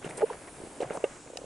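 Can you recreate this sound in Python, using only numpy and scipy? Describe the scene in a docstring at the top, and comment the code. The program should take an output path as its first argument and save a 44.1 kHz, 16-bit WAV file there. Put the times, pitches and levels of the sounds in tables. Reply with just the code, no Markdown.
"""Two slow steps on soft damp ground, heard in a steady outdoor hiss.
Each step is a clump of dull scuffs, thuds, cracking crumbs and a little grit; in the first, friction
also excites a short squeak. Damped knocks ring near 500 Hz, probably in the case of a hand-held
camera, which creaks and clicks once at the end."""
import sys
import numpy as np
from scipy import signal
from scipy.fft import rfft, irfft
from scipy.io import wavfile
from scipy.ndimage import uniform_filter1d

SR = 44100
rng = np.random.default_rng(int(sys.argv[2]) if len(sys.argv) > 2 else 0)


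def int16_out(signal):
    """Quantize to a 16-bit WAV file."""
    q = np.round(np.clip(np.atleast_2d(signal).T, -1, 1) * 32767)
    wavfile.write(sys.argv[1], SR, q.astype(np.int16))


N = 63945
T = np.arange(N) / SR
BRIEF = T[:6000]  # time axis of one transient


def amp(db):
    """Amplitude ratio of a level: a factor of ten per 20 dB."""
    return 10 ** (np.asarray(db) / 20)


def unit(x):
    """Normalisation to rms 1."""
    return x / np.sqrt(np.mean(x ** 2) + 1e-20)


def read(points, hz):
    """Interpolation on a logarithmic frequency axis."""
    f, value = np.transpose(points)
    return np.interp(np.log(hz + 1), np.log(f + 1), value)


def add(mix, start, sound):
    """Superposition: a sound joins the mix at its start time."""
    part = mix[..., max(round(start * SR), 0):][..., :sound.shape[-1]]
    part += sound[..., :part.shape[-1]]


def colour(pair, spectrum, width):
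    """Spectral shaping of a mid and a side signal; their sum and difference give left and right."""
    gain = amp(read(spectrum, np.fft.rfftfreq(N, 1 / SR)))
    mid, side = unit(irfft(rfft(pair) * gain, N))
    return np.array([mid + width * side, mid - width * side])


def noise(spectrum, width):
    """Filtered Gaussian noise in stereo."""
    return colour(rng.standard_normal((2, N)), spectrum, width)


def grains(spectrum, width, per_second=2500, spread_db=3.5):
    """Shot noise: soil grains of uneven size give impulses at random times."""
    size = amp(spread_db * np.minimum(rng.exponential(1, (2, N)), 3))
    polarity = rng.choice([-1, 1], (2, N))
    struck = rng.random((2, N)) < per_second / SR
    return colour(size * polarity * struck, spectrum, width)


def stroke(start, length, db, attack_s=.004, release_s=.009):
    """Envelope of one noise burst: linear attack, hold and exponential decay."""
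    attack = np.clip((T - start) / attack_s, 0, 1)
    return amp(db) * attack * np.exp(-np.maximum(T - start - length, 0) / release_s)


def bump(db, hz, rise_s, shape):
    """Heavily damped vibration whose envelope peaks at rise_s; a larger shape narrows it."""
    age = BRIEF / rise_s
    envelope = (age * np.exp(1 - age)) ** shape
    return -amp(db) * envelope * np.sin(2 * np.pi * hz * BRIEF)


def ring(modes, detune):
    """Free vibration: a sum of exponentially decaying modes, slightly detuned at each excitation."""
    out = np.zeros(len(BRIEF))
    for hz, db, t60 in modes:
        hz *= 1 + detune * rng.standard_normal()
        out += amp(db - 60 * BRIEF / t60) * np.sin(2 * np.pi * hz * BRIEF)
    return out


def wash(level_db, patch_db):
    """Partly coherent stereo noise at rms 1, shaped by level_db(t, hz) and by random patches."""
    # likeness of left and right: f/Hz, correlation
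    likeness = [(30, .98), (300, .95), (1000, .8), (3000, .65), (8000, .85), (11000, .75)]
    frame, hop = 1024, 256
    t, hz = np.arange(N // hop + 5) * hop / SR, np.fft.rfftfreq(frame, 1 / SR)
    left_re, left_im, other_re, other_im, patches = rng.standard_normal((5, len(t), len(hz)))
    patches = unit(uniform_filter1d(uniform_filter1d(patches, size=12, axis=0), size=12, axis=1))
    correlation = read(likeness, hz)
    left = left_re + 1j * left_im
    right = correlation * left + np.sqrt(1 - correlation ** 2) * (other_re + 1j * other_im)
    spectra = np.array([left, right]) * amp(level_db(t[:, None], hz) + patch_db * patches)
    _, sound = signal.istft(spectra.swapaxes(1, 2), nperseg=frame, noverlap=frame - hop)
    return unit(sound[:, :N])


def air():
    """Ambient noise: a broadband outdoor background and a high band of hiss that drifts downward."""
    # background spectrum: f/Hz, relative level/dB
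    spectrum = [(20, -40), (33, -22), (48, 3), (70, -5), (100, -7), (140, -1), (200, -5), (290, 0),
                (420, -3), (600, -10), (900, -8.5), (1200, -12), (2000, -19), (2750, -18), (3600, -21),
                (5000, -21.5), (7000, -19), (9500, -20), (11000, -25)]
    # course of the hiss band: t/s, centre f/Hz, level/dB
    course = [(0, 9000, -66), (.1, 9200, -58), (.28, 9400, -56), (.5, 9400, -56.5), (.74, 8800, -55.5),
              (.87, 8300, -59), (1.05, 7600, -56.5), (1.25, 7500, -59), (1.45, 7600, -63)]
    times, centre, db = np.transpose(course)
    half_width_hz = 1400  # to the -4 dB points
    hiss = wash(lambda t, hz: -4 * ((hz - np.interp(t, times, centre)) / half_width_hz) ** 2, patch_db=1.8)
    background = wash(lambda t, hz: read(spectrum, hz), patch_db=1.5)
    return amp(-50.3) * background + amp(np.interp(T, times, db)) * hiss


def scuffs():
    """Granular friction: soles press and drag on the soil, and overlapping rubs add in power."""
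    # rubs of the sole: t/s, duration/s, body level/dB, crunch level/dB
    rubs = [(.015, .028, -50, -52), (.044, .03, -42, -46.5), (.089, .022, -44, -50), (.118, .055, -47, -53),
            (.175, .035, -44, -47), (.208, .015, -36, -46), (.25, .05, -50, -53), (.30, .055, -47, -51),
            (.36, .10, -56, -56), (.47, .018, -52, -52), (.538, .04, -57, -56), (.58, .10, -50, -56),
            (.69, .11, -53, -59), (.803, .04, -39, -49), (.855, .043, -47, -55), (.902, .035, -40, -48.5),
            (.94, .034, -38, -51), (.99, .05, -54, -54), (1.05, .12, -54, -55), (1.26, .19, -59, -66)]
    # spectrum of the dull body: f/Hz, relative level/dB
    body = [(60, -32), (150, -17), (280, -9), (420, -2), (560, -1), (720, -1), (900, -8), (1100, -17),
            (1600, -30), (4000, -55)]
    # spectrum of the crunch: f/Hz, relative level/dB
    crunch = [(150, -35), (400, -14), (800, -2), (1400, 0), (2200, -3), (3000, -10), (4500, -19),
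              (8000, -19), (11000, -23)]
    body_power = sum(stroke(t, length, db) ** 2 for t, length, db, _ in rubs)
    crunch_power = sum(stroke(t, length, db) ** 2 for t, length, _, db in rubs)
    return grains(body, width=.2) * np.sqrt(body_power) + grains(crunch, width=.45) * np.sqrt(crunch_power)


def treble_bursts():
    """Contact noise: short bursts of treble from grit; the last is the hard knock's bright edge."""
    # bursts: t/s, duration/s, level/dB
    bursts = [(.044, .01, -50), (.089, .018, -49), (.169, .011, -40.5), (.803, .03, -56), (.93, .035, -51),
              (1.039, .006, -50)]
    # their spectrum: f/Hz, relative level/dB
    spectrum = [(2000, -22), (5000, -15), (7000, -11), (8300, 0), (9300, -2), (11000, -11)]
    return noise(spectrum, width=.3) * sum(stroke(*burst) for burst in bursts)


def crumbs():
    """Fracture: each crumb breaks in four very short vibrations scattered around its pitch."""
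    # cracks under the sole: t/s, level/dB, f/Hz
    cracks = [(.0445, -39, 2800), (.091, -42, 3000), (.1095, -38, 2400), (.177, -44, 5200),
              (.2195, -32, 1400), (.2965, -47, 3100), (.332, -38, 1700), (.479, -44, 1100),
              (.805, -44, 2800), (.811, -41, 3100), (.8135, -42, 3100), (.8155, -43, 6000),
              (.824, -45, 4200), (.827, -39, 2100), (.8325, -34, 1500), (.8535, -41, 1150),
              (.901, -36, 1650), (.9065, -34, 1200), (.922, -38, 1750), (.972, -43, 5500),
              (.9735, -34, 1150), (1.123, -45, 1500), (1.275, -47, 1700)]
    out = np.zeros(N)
    for t, db, hz in cracks:
        pitches = hz * np.exp(.15 * rng.standard_normal(size=4))
        crack = sum(bump(db, f, rise_s=.0008, shape=.9) for f in pitches)
        add(out, t, crack / np.sqrt(len(pitches)))
    return out


def case_ring(db, detune, swell_s=.00125):
    """Resonance: once excited, the modes of the case build up quickly, then decay."""
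    # modes of the case: f/Hz, relative level/dB, T60/s
    modes = [(404, -7, .04), (549, 0, .08), (830, -10, .05), (915, -15, .05), (1200, -14, .06),
             (1540, -16, .05), (1920, -12, .03), (2148, -11, .035), (2700, -6, .028), (2810, -6, .03),
             (3300, -20, .025), (3677, -18, .025)]
    swell = 1 - np.exp(-(BRIEF / swell_s) ** 2)
    return amp(db) * swell * ring(modes, detune)


def damped_pulses():
    """Impulsive excitation: dull knocks, plus the squeak's second resonance, ring the case faintly."""
    # pulses (the squeak's is 830 Hz at 0.222 s): t/s, peak level/dB, f/Hz, rise time/s
    pulses = [(.0452, -26, 430, .0025), (.063, -32, 330, .0025), (.178, -33, 430, .003),
              (.190, -33, 420, .0025), (.2075, -25, 520, .002), (.222, -26.5, 830, .0065),
              (.2995, -27, 930, .003), (.3055, -29, 460, .0045), (.418, -40, 520, .002),
              (.478, -41, 380, .002), (.602, -34, 400, .0018), (.618, -36, 440, .0018),
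              (.636, -31, 320, .0022), (.670, -35, 350, .0025), (.8025, -23, 480, .004),
              (.817, -26, 520, .003), (.822, -26, 730, .003), (.8295, -22, 440, .002),
              (.842, -30, 590, .003), (.9062, -20.5, 520, .0017), (.9115, -29, 600, .0025),
              (.9495, -28, 600, .002), (.973, -28, 560, .0016), (.977, -31, 480, .0022),
              (1.002, -38, 520, .002)]
    out = np.zeros(N)
    for t, db, hz, rise_s in pulses:
        add(out, t, bump(db, hz, rise_s, shape=3))
        add(out, t + rise_s, case_ring(db - 23, detune=.04))
    return out


def thuds():
    """Inelastic impact: weight landing on soft soil gives a low, heavily damped pulse."""
    # landings: t/s, peak level/dB, f/Hz
    landings = [(.054, -37, 160), (.10, -44, 170), (.14, -46, 140), (.212, -47, 200), (.775, -43, 250),
                (.853, -41, 135), (.902, -44, 170), (.97, -44, 170)]
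    out = np.zeros(N)
    for t, db, hz in landings:
        add(out, t, bump(db, hz, rise_s=.009, shape=2.2))
    return out


def squeak():
    """Friction-driven oscillation: a rub catches and sings briefly, dropping in pitch."""
    # course of the squeak: t/s, level/dB, f/Hz
    course = [(.213, -42, 620), (.221, -21, 590), (.226, -22, 660), (.230, -20, 420), (.240, -14.3, 438),
              (.245, -19, 480), (.250, -32, 470), (.256, -52, 460)]
    times, db, hz = np.transpose(course)
    waver = 1 + .025 * unit(uniform_filter1d(rng.standard_normal(N), size=100))
    phase = 2 * np.pi * np.cumsum(np.interp(T, times, hz) * waver) / SR
    envelope = amp(np.interp(T, times, db)) * (T > times[0]) * (T < times[-1])
    return envelope * (np.sin(phase) + amp(-25) * np.sin(2 * phase))


def hard_knock(start=1.0382, db=-11.8):
    """Impulsive excitation: one hard knock drives the modes of the case strongly."""
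    out = np.zeros(N)
    add(out, start, bump(db, hz=480, rise_s=.004, shape=6.5))
    add(out, start + .0026, case_ring(db - 11.5, detune=.003))
    return out


def creak(rise_s=.0019):
    """Stick-slip friction: a slow train of small slips, each ringing the case."""
    # slips: t/s, peak level/dB
    slips = [(1.2615, -42), (1.274, -45), (1.3012, -36.5), (1.3342, -35), (1.3572, -34), (1.3875, -33.5),
             (1.416, -35), (1.441, -33)]
    out = np.zeros(N)
    for t, db in slips:
        add(out, t, bump(db, hz=520, rise_s=rise_s, shape=1.6))
        add(out, t + rise_s, case_ring(db - 23, detune=.03))
    return out


def click(start=1.3714, rise_s=.0017, snap_t60_s=.012):
    """Transient response of hard plastic: a bright snap of noise with short-lived modes."""
    # spectrum of the snap: f/Hz, relative level/dB
    spectrum = [(200, -40), (700, -14), (2000, -3), (5500, 0), (8000, -5), (11000, -8)]
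    # modes of the plastic: f/Hz, relative level/dB, T60/s
    modes = [(720, -1, .03), (1850, -4, .016), (2600, 0, .016), (2900, -1, .014), (3700, -11, .014),
             (5100, -1, .012), (5550, 2, .012), (6700, -8, .01), (9300, -5, .01)]
    snap = noise(spectrum, width=.6)[:, :len(BRIEF)] * amp(-23 - 60 * BRIEF / snap_t60_s)
    ringing = amp(-30.5) * ring(modes, detune=.005)
    out = np.zeros((2, N))
    add(out, start, np.minimum(BRIEF / rise_s, 1) * (snap + ringing))
    return out


def spread(x, delay_s=.0004, side_db=-12, left_over_right_db=-1.2):
    """Path difference: vibration reaches two microphones by slightly different short routes."""
    late, early = np.interp(T - delay_s, T, x), np.interp(T + delay_s, T, x)
    side = amp(side_db) * (late - early) / 2
    balance = amp([[left_over_right_db / 2], [-left_over_right_db / 2]])
    return np.array([x + side, x - side]) * balance


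def scene():
    """Superposition of the background, the steps and the handling noises."""
    vibration = crumbs() + damped_pulses() + squeak() + hard_knock() + creak()
    return air() + scuffs() + treble_bursts() + thuds() + spread(vibration) + click()


def record(dry):
    """Band limiting: a linear-phase low-pass filter removes the highest treble."""
    lowpass = signal.firwin(701, cutoff=11100, window=("kaiser", 8), fs=SR)
    return signal.oaconvolve(dry, lowpass[None], "same")


dry = scene()
out = record(dry)
int16_out(out)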